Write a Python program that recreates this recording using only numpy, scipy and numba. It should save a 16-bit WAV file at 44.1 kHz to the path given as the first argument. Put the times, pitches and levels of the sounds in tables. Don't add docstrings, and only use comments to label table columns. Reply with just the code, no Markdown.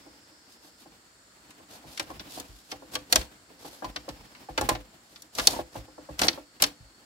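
import sys
import numpy as np
from scipy import signal
from scipy.fft import rfft, irfft, next_fast_len
from scipy.io import wavfile
from scipy.ndimage import uniform_filter1d
from numba import njit

SR = 44100
rng = np.random.default_rng(int(sys.argv[2]) if len(sys.argv) > 2 else 0)


def pcm_store(signal):
    levels = np.round(np.clip(np.atleast_2d(signal), -1, 1) * 32767)
    wavfile.write(sys.argv[1], SR, levels.astype(np.int16).T)


N = 310893
HIT_SAMPLES = SR * 2 // 5
CLACK_BUILD_S = .003

# start in seconds, nominal level in dB, woodiness in dB, brightness in dB.
EDGE_HITS = [(1.506, -54.5, -1, -1.5), (1.975, -37.5, -3.5, -8), (1.996, -30, -2, -7.5),
             (2.195, -40, -6, -20), (2.399, -43, -18, 2.5), (2.716, -35.5, -4.5, -11),
             (2.953, -28.5, -4, -7.5), (3.1253, -17.5, -7.5, -3), (3.158, -17.5, -6.5, -4.5),
             (3.212, -40, -2, -8), (3.845, -43, -5, -11), (3.961, -32.5, -4, -16.5), (4.089, -42, -5, -8),
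             (4.348, -54.5, 3.5, -21), (4.577, -28, 1.5, -11), (4.6112, -35, -7, -0.5),
             (4.69, -25.5, -2, -2), (4.75, -41, 1.5, -13), (5.159, -47.5, -6.5, -16), (5.221, -50, -15, 2),
             (5.351, -42.5, -12, -1), (5.385, -29, -3.5, -9), (5.396, -29, -1, -9.5),
             (5.472, -12.5, -14.5, -4.5), (6.192, -28.5, -3, -5), (6.216, -25, -2, -5.5),
             (6.233, -25.5, -8, -22), (6.283, -17, -8.5, -16.5), (6.6, -45, 2.5, -9), (6.622, -19, -7, 0),
             (6.638, -20, -6.5, -9)]
# start
# in seconds, nominal level in dB, the mat's thud in dB relative to that, strongest resonance in Hz.
LANDINGS = [(0.06, -53.5, -16, 290), (0.305, -66, -20, 1110), (0.638, -63.5, -13, 745),
            (0.856, -55, -19, 748), (1.595, -57, -19, 522), (1.84, -53.5, -2.5, 537),
            (1.997, -40, -18, 562), (2.101, -43, -13, 1092), (2.373, -43.5, -26, 770),
            (2.722, -42.5, -16, 773), (2.821, -49.5, -18, 521), (2.954, -37.5, -19, 1150),
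            (3.126, -32, -12, 716), (3.159, -29, -9, 651), (3.498, -58.5, -18, 450),
            (3.647, -44.5, -26, 813), (3.823, -38.5, -19, 800), (3.844, -35.5, -12, 1020),
            (3.959, -44, -12, 1204), (4.081, -39, -9.5, 554), (4.487, -40.5, -7, 762),
            (4.579, -30, -10, 897), (4.612, -29, -11, 821), (4.689, -24.5, -12, 1043),
            (4.713, -33.5, -16, 1009), (4.75, -40, -9.5, 747), (5.385, -33.5, -11.5, 1174),
            (5.475, -32.5, -19, 765), (5.533, -37, -11.5, 973), (5.563, -39, -20, 904),
            (5.59, -32, -21, 594), (5.755, -39.5, -4, 532), (5.879, -53.5, -23, 524),
            (5.979, -46, -17.5, 612), (6.089, -42.5, -3.5, 582), (6.218, -31, -32, 713),
            (6.239, -37, -30, 300), (6.283, -36, -27, 332), (6.375, -42, -22, 549),
            (6.625, -33.5, -23.5, 812)]
# frequency in Hz, correlation.
EAR_LIKENESS = [(60, 0.87), (280, 0.9), (550, 0.65), (950, 0.28), (1150, -0.11), (1800, -0.091),
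                (4500, 0.15), (12000, -0.0074)]


def clack(db, woody_db, bright_db):
    # pitch in Hz, level in dB, multiple of the ring time.
    cross_modes = [(3180, -34, .9), (4343, 0.5, 1.1), (4535, -1.5, 1.2), (5570, -7.5, .9), (5640, 4, 1.0),
                   (6300, -14, .7)]
    cross_hz, cross_db, life = np.transpose(cross_modes)
    t60 = .05 * 2 ** (woody_db / 22.5 - (db + 37.5) / 69)
    edge = ring(cross_hz, cross_db, life * t60, travel=.001, build=CLACK_BUILD_S)
    blow = level(edge, db - 7.5 - .33 * woody_db, span=.01)
    bands = ((crowd(998.5, 3000, count=20), woody_db + .4),
             (crowd(3000, 6500, count=34), -1.5),
             (crowd(6500, 16000, count=56), bright_db + .5))
    for hz, band_db in bands:
        octaves = np.log2(hz / 4400)
        slope_db = np.where(octaves < 0, -.5 * woody_db, .61 * bright_db - 8)
        band = ring(hz, slope_db * octaves, t60 * (4000 / hz) ** .28, travel=.0012, build=CLACK_BUILD_S)
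        blow += level(band, db + band_db, span=.012)
    return blow


def clacks():
    out = np.zeros((2, N))
    for s, db, woody_db, bright_db in EDGE_HITS:
        add(out, s - .001, clack(db, woody_db, bright_db))
        rebound_s = .041 * (1 + .12 * rng.standard_normal())
        add(out, s + rebound_s, clack(db - 27, woody_db, bright_db))
    return out * undb([[.6], [-.6]])


def knocks():
    # pitch in Hz, level in dB, ring time in seconds.
    bending_modes = [(259.5, -2, 0.11), (296.5, -4.5, 0.29), (325.5, -0.5, 0.15), (410, -13, 0.05),
                     (511, -4, 0.26), (626, -2, 0.13), (730, -1, 0.087), (802, -20.5, 0.12),
                     (835, 1.5, 0.091), (940, -13, 0.047), (1374, -5.5, 0.089), (1620, -8, 0.096),
                     (1740, -9, 0.11)]
    hz, mode_db, t60 = np.transpose(bending_modes)
    low = hz < 450
    out = np.zeros((2, N))
    for s, db, _, main_hz in LANDINGS:
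        own_hz = hz * (1 + .012 * rng.standard_normal(len(hz)))
        crowd_hz = crowd(366.2, 1173, count=20)
        own_db, crowd_db = (-10 * np.log10(1 + (f / (2.45 * main_hz)) ** 4) for f in (own_hz, crowd_hz))
        own_db += mode_db
        push_s = .00099 * undb(-.7 * (db + 36))
        wobble_db = db - 6.5 - .33 * (db + 42)
        body = ring(own_hz[~low], own_db[~low], t60[~low], travel=.00035, build=push_s)
        main = ring(np.array([main_hz]), 0, t60=.099, travel=.0004, build=push_s)
        neighbours = ring(crowd_hz, crowd_db, .083 * (800 / crowd_hz) ** .17, travel=.00035, build=push_s)
        wobble = ring(own_hz[low], own_db[low], t60[low], travel=.00064, build=push_s)
        knock = level(body, -5.5, span=.022) + level(main, -4.5, span=.021)
        knock += level(neighbours, -2.3, span=.01)
        add(out, s - .001, level(knock, db + .3, span=.029) + level(wobble, wobble_db, span=.038))
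    return out


def slides():
    # fastest moment in seconds, length in seconds, nominal level
    # in dB, woodiness in dB.
    rubs = [(0.524, .095, -55.5, -30), (0.663, .14, -53.5, -7), (0.817, 0.1, -53, -29),
            (1.74, .12, -45.5, -6.5), (1.947, 0.28, -48.5, -10.5), (2.109, 0.048, -49.5, 3.5),
            (2.346, .16, -41.5, -14), (2.55, 1, -58.5, -24), (2.717, 0.052, -46, -19),
            (2.942, 0.068, -40.5, -5), (3.125, 0.066, -40.5, -6.5), (3.197, .16, -45.5, -3),
            (3.67, 0.2, -47, -6.5), (3.753, 0.21, -51.5, -6), (5.16, .3, -57.5, -6.5),
            (5.415, .19, -35.5, -8.5), (5.507, 0.21, -35, -11), (5.764, 0.11, -49.5, -1.5),
            (6.241, 0.13, -30, -2), (6.626, 0.062, -37.5, 0)]
    # frequency in Hz, level in dB.
    hiss_colour = [(1500, -35), (2600, -6.5), (4400, -1), (6500, -5.5), (9000, -8), (12500, -7.5),
                   (16000, -19)]
    rasp_colour = [(300, 1.5), (700, 5.5), (1300, -2), (2400, -6.5), (4000, -34)]
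    strokes = [(s, .48 * length, .52 * length, db, woody_db) for s, length, db, woody_db in rubs]
    skids = [(s, CLACK_BUILD_S, .078, db - 19 + .4 * bright_db, woody_db)
             for s, db, woody_db, bright_db in EDGE_HITS]
    t = np.arange(N) / SR
    hiss_power, rasp_power = np.zeros((2, N))
    for s, rise_s, fall_s, db, woody_db in strokes + skids:
        on = (t > s - rise_s) & (t < s + fall_s)
        speed = np.interp(t[on] - s, [-rise_s, 0, fall_s], [0, 1, 0]) ** 1.01
        hiss_power[on] += (speed * undb(db - 1)) ** 2
        rasp_power[on] += (speed * undb(db + woody_db + 3)) ** 2
    catch = undb(wander(1500) + 2.3 * wander(160))
    hiss = np.sqrt(hiss_power) * coloured(hiss_colour, catch)
    rasp = np.sqrt(rasp_power) * coloured(rasp_colour, catch)
    return hiss + rasp


def thuds():
    # start in seconds, nominal level in dB.
    shifts = [(2.162, -53), (2.483, -50), (4.181, -54), (6.797, -52.5)]
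    # pitch in Hz, level in dB, ring time in seconds.
    mat_modes = [(46, -3.5, 0.24), (51.9, -3.5, 0.28), (64.4, 0.5, 0.2), (84, -18, .14), (111.7, -4, 0.2),
                 (150, -6, 0.14)]
    bumps = [(s + .008, db + thud_db) for s, db, thud_db, _ in LANDINGS]
    out = np.zeros((2, N))
    for s, db in bumps + shifts:
        thud = ring(*np.transpose(mat_modes), travel=.0011, build=.0026)
        add(out, s, level(thud, db + .5, span=.058))
    return out


def rustle(shaking):
    # time in seconds, level in dB.
    handling = [(0, -57.5), (.4, -65), (.92, -61), (1.2, -74), (1.5, -56.5), (2.35, -50), (2.65, -59),
                (3.7, -58.5), (4.85, -54.5), (5.2, -67), (6.1, -59.5), (7.05, -63)]
    # frequency in Hz, level in dB.
    rustle_colour = [(35, -28), (55, -5.5), (100, -6.5), (200, -2.5), (300, 2.5), (400, -8), (520, -6.5),
                     (800, -6), (1300, -11.5), (3000, -12.5), (8000, -23.5)]
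    jostle_db, settle_s = -9.5, .024
    decay = np.exp(-1 / (settle_s * SR))
    shake_power = signal.lfilter([1 - decay], [1, -decay], np.mean(shaking ** 2, axis=0))
    hands_db = np.interp(np.arange(N) / SR, *np.transpose(handling))
    envelope = np.sqrt(undb(hands_db) ** 2 + undb(jostle_db) ** 2 * shake_power)
    return envelope * coloured(rustle_colour, grain=undb(3.66 * wander(45)))


def echo(x, db, t60, dull_hz):
    t = np.arange(HIT_SAMPLES) / SR
    envelope = np.exp(-np.log(1000) * t / t60) * (1 - np.exp(-t / .004))
    tail = rng.standard_normal((2, HIT_SAMPLES)) * envelope
    tail = signal.sosfilt(signal.butter(1, dull_hz, fs=SR, output="sos"), tail)
    return signal.fftconvolve(x, level(tail, db) / np.sqrt(HIT_SAMPLES), axes=1)[:, :N]


def insect(centre_hz, width_hz):
    song = noise(lambda hz: 1 / (1 + ((hz - centre_hz) / width_hz) ** 2))
    return song * undb(.69 * wander(3.5) + 1.6 * wander(1.23))


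def insects():
    # pitch in Hz, half-width in Hz, level in dB.
    voices = [(4420, 140, -70), (7140, 80, -74), (8330, 70, -80)]
    crest_s, period_s = .27, 1.93
    swell = np.cos(2 * np.pi * (np.arange(N) / SR - crest_s) / period_s)
    chorus = sum(undb(db) * insect(hz, width) for hz, width, db in voices) * undb(-1.5 * swell)
    near = undb(-68 + 4.5 * swell) * insect(centre_hz=5130, width_hz=410)
    return chorus + near


def hush():
    # frequency in Hz, level in dB.
    air_colour = [(25, -21), (55, 0), (85, -5), (300, -4.5), (900, -8), (1400, -3.5), (1950, -6.5),
                  (2400, -12.5), (4000, -11), (6200, -13.5), (7600, -7.5), (9500, -17.5), (15000, -25)]
    return undb(-60 + 1.1 * wander(6.1)) * coloured(air_colour)


def ring(hz, db, t60, travel, build):
    phase, side, spot = rng.standard_normal((len(hz), 3)).T
    split = np.sign(side) * np.arccos(along(EAR_LIKENESS, hz)) / 2
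    gain = undb(db + 3.13 * spot) * np.exp(1j * (2 * np.pi * phase + np.array([split, -split])))
    pole = np.exp((2j * np.pi * hz - np.log(1000) / np.maximum(t60, .004)) / SR)
    slowness = np.sqrt(1000 / hz)
    rise = np.exp(-1 / (build * slowness * SR))
    start = (travel * slowness * SR).astype(np.int64)
    fade = np.minimum(1, np.linspace(4, 0, HIT_SAMPLES))
    return resonate(pole, rise, start, gain, HIT_SAMPLES) * fade


@njit
def resonate(pole, rise, start, gain, size):
    out = np.zeros((2, size))
    for k in range(len(pole)):
        phasor, unbuilt = 1 + 0j, 1.
        life = int(-7.5 / np.log(abs(pole[k])))
        for i in range(start[k], min(size, start[k] + life)):
            phasor *= pole[k]
            unbuilt = unbuilt * rise[k] + 1e-18
            for ear in range(2):
                out[ear, i] += (gain[ear, k] * phasor).real * (1 - unbuilt)
    return out


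def crowd(lo_hz, hi_hz, count):
    return lo_hz + (hi_hz - lo_hz) * (np.arange(count) + rng.random(count)) / count


def noise(shape, grain=1):
    size = next_fast_len(N)
    hz = np.arange(size // 2 + 1) * SR / size
    alike = along(EAR_LIKENESS, hz)
    spectrum = rfft(rng.standard_normal((2, N)) * grain, size) * shape(hz)
    mid, side = spectrum * np.sqrt([1 + alike, 1 - alike])
    return level(irfft([mid + side, mid - side], size)[:, :N], 0)


def coloured(points, grain=1):
    return noise(lambda hz: undb(along(points, hz)), grain)


def wander(rate_hz):
    hold = int(SR / rate_hz)
    steps = np.repeat(rng.standard_normal(N // hold + 1), hold)
    return 1.2 * uniform_filter1d(steps, hold)[:N]


def along(points, hz):
    point_hz, values = np.transpose(points)
    return np.interp(np.log(np.maximum(hz, 1)), np.log(point_hz), values)


def undb(db):
    return 10 ** (np.asarray(db) / 20)


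def level(x, db, span=None):
    head = x if span is None else x[..., :int(span * SR)]
    return x * undb(db) / np.sqrt(np.mean(head ** 2) + 1e-20)


def add(out, s, x):
    i = max(int(s * SR), 0)
    out[:, i:i + x.shape[1]] += x[:, :max(N - i, 0)]


def scene():
    shaking = knocks() + slides()
    work = clacks() + shaking
    tail = echo(work, db=-23.5, t60=.21, dull_hz=5070)
    return work + tail + thuds() + rustle(shaking) + insects() + hush()


def record(dry):
    low_cut = signal.butter(4, 39, "high", fs=SR, output="sos")
    high_cut = signal.ellip(8, .05, 55, 15700, fs=SR, output="sos")
    return signal.sosfiltfilt(high_cut, np.clip(signal.sosfilt(low_cut, dry), -1, 1))


dry = scene()
out = record(dry)
pcm_store(out)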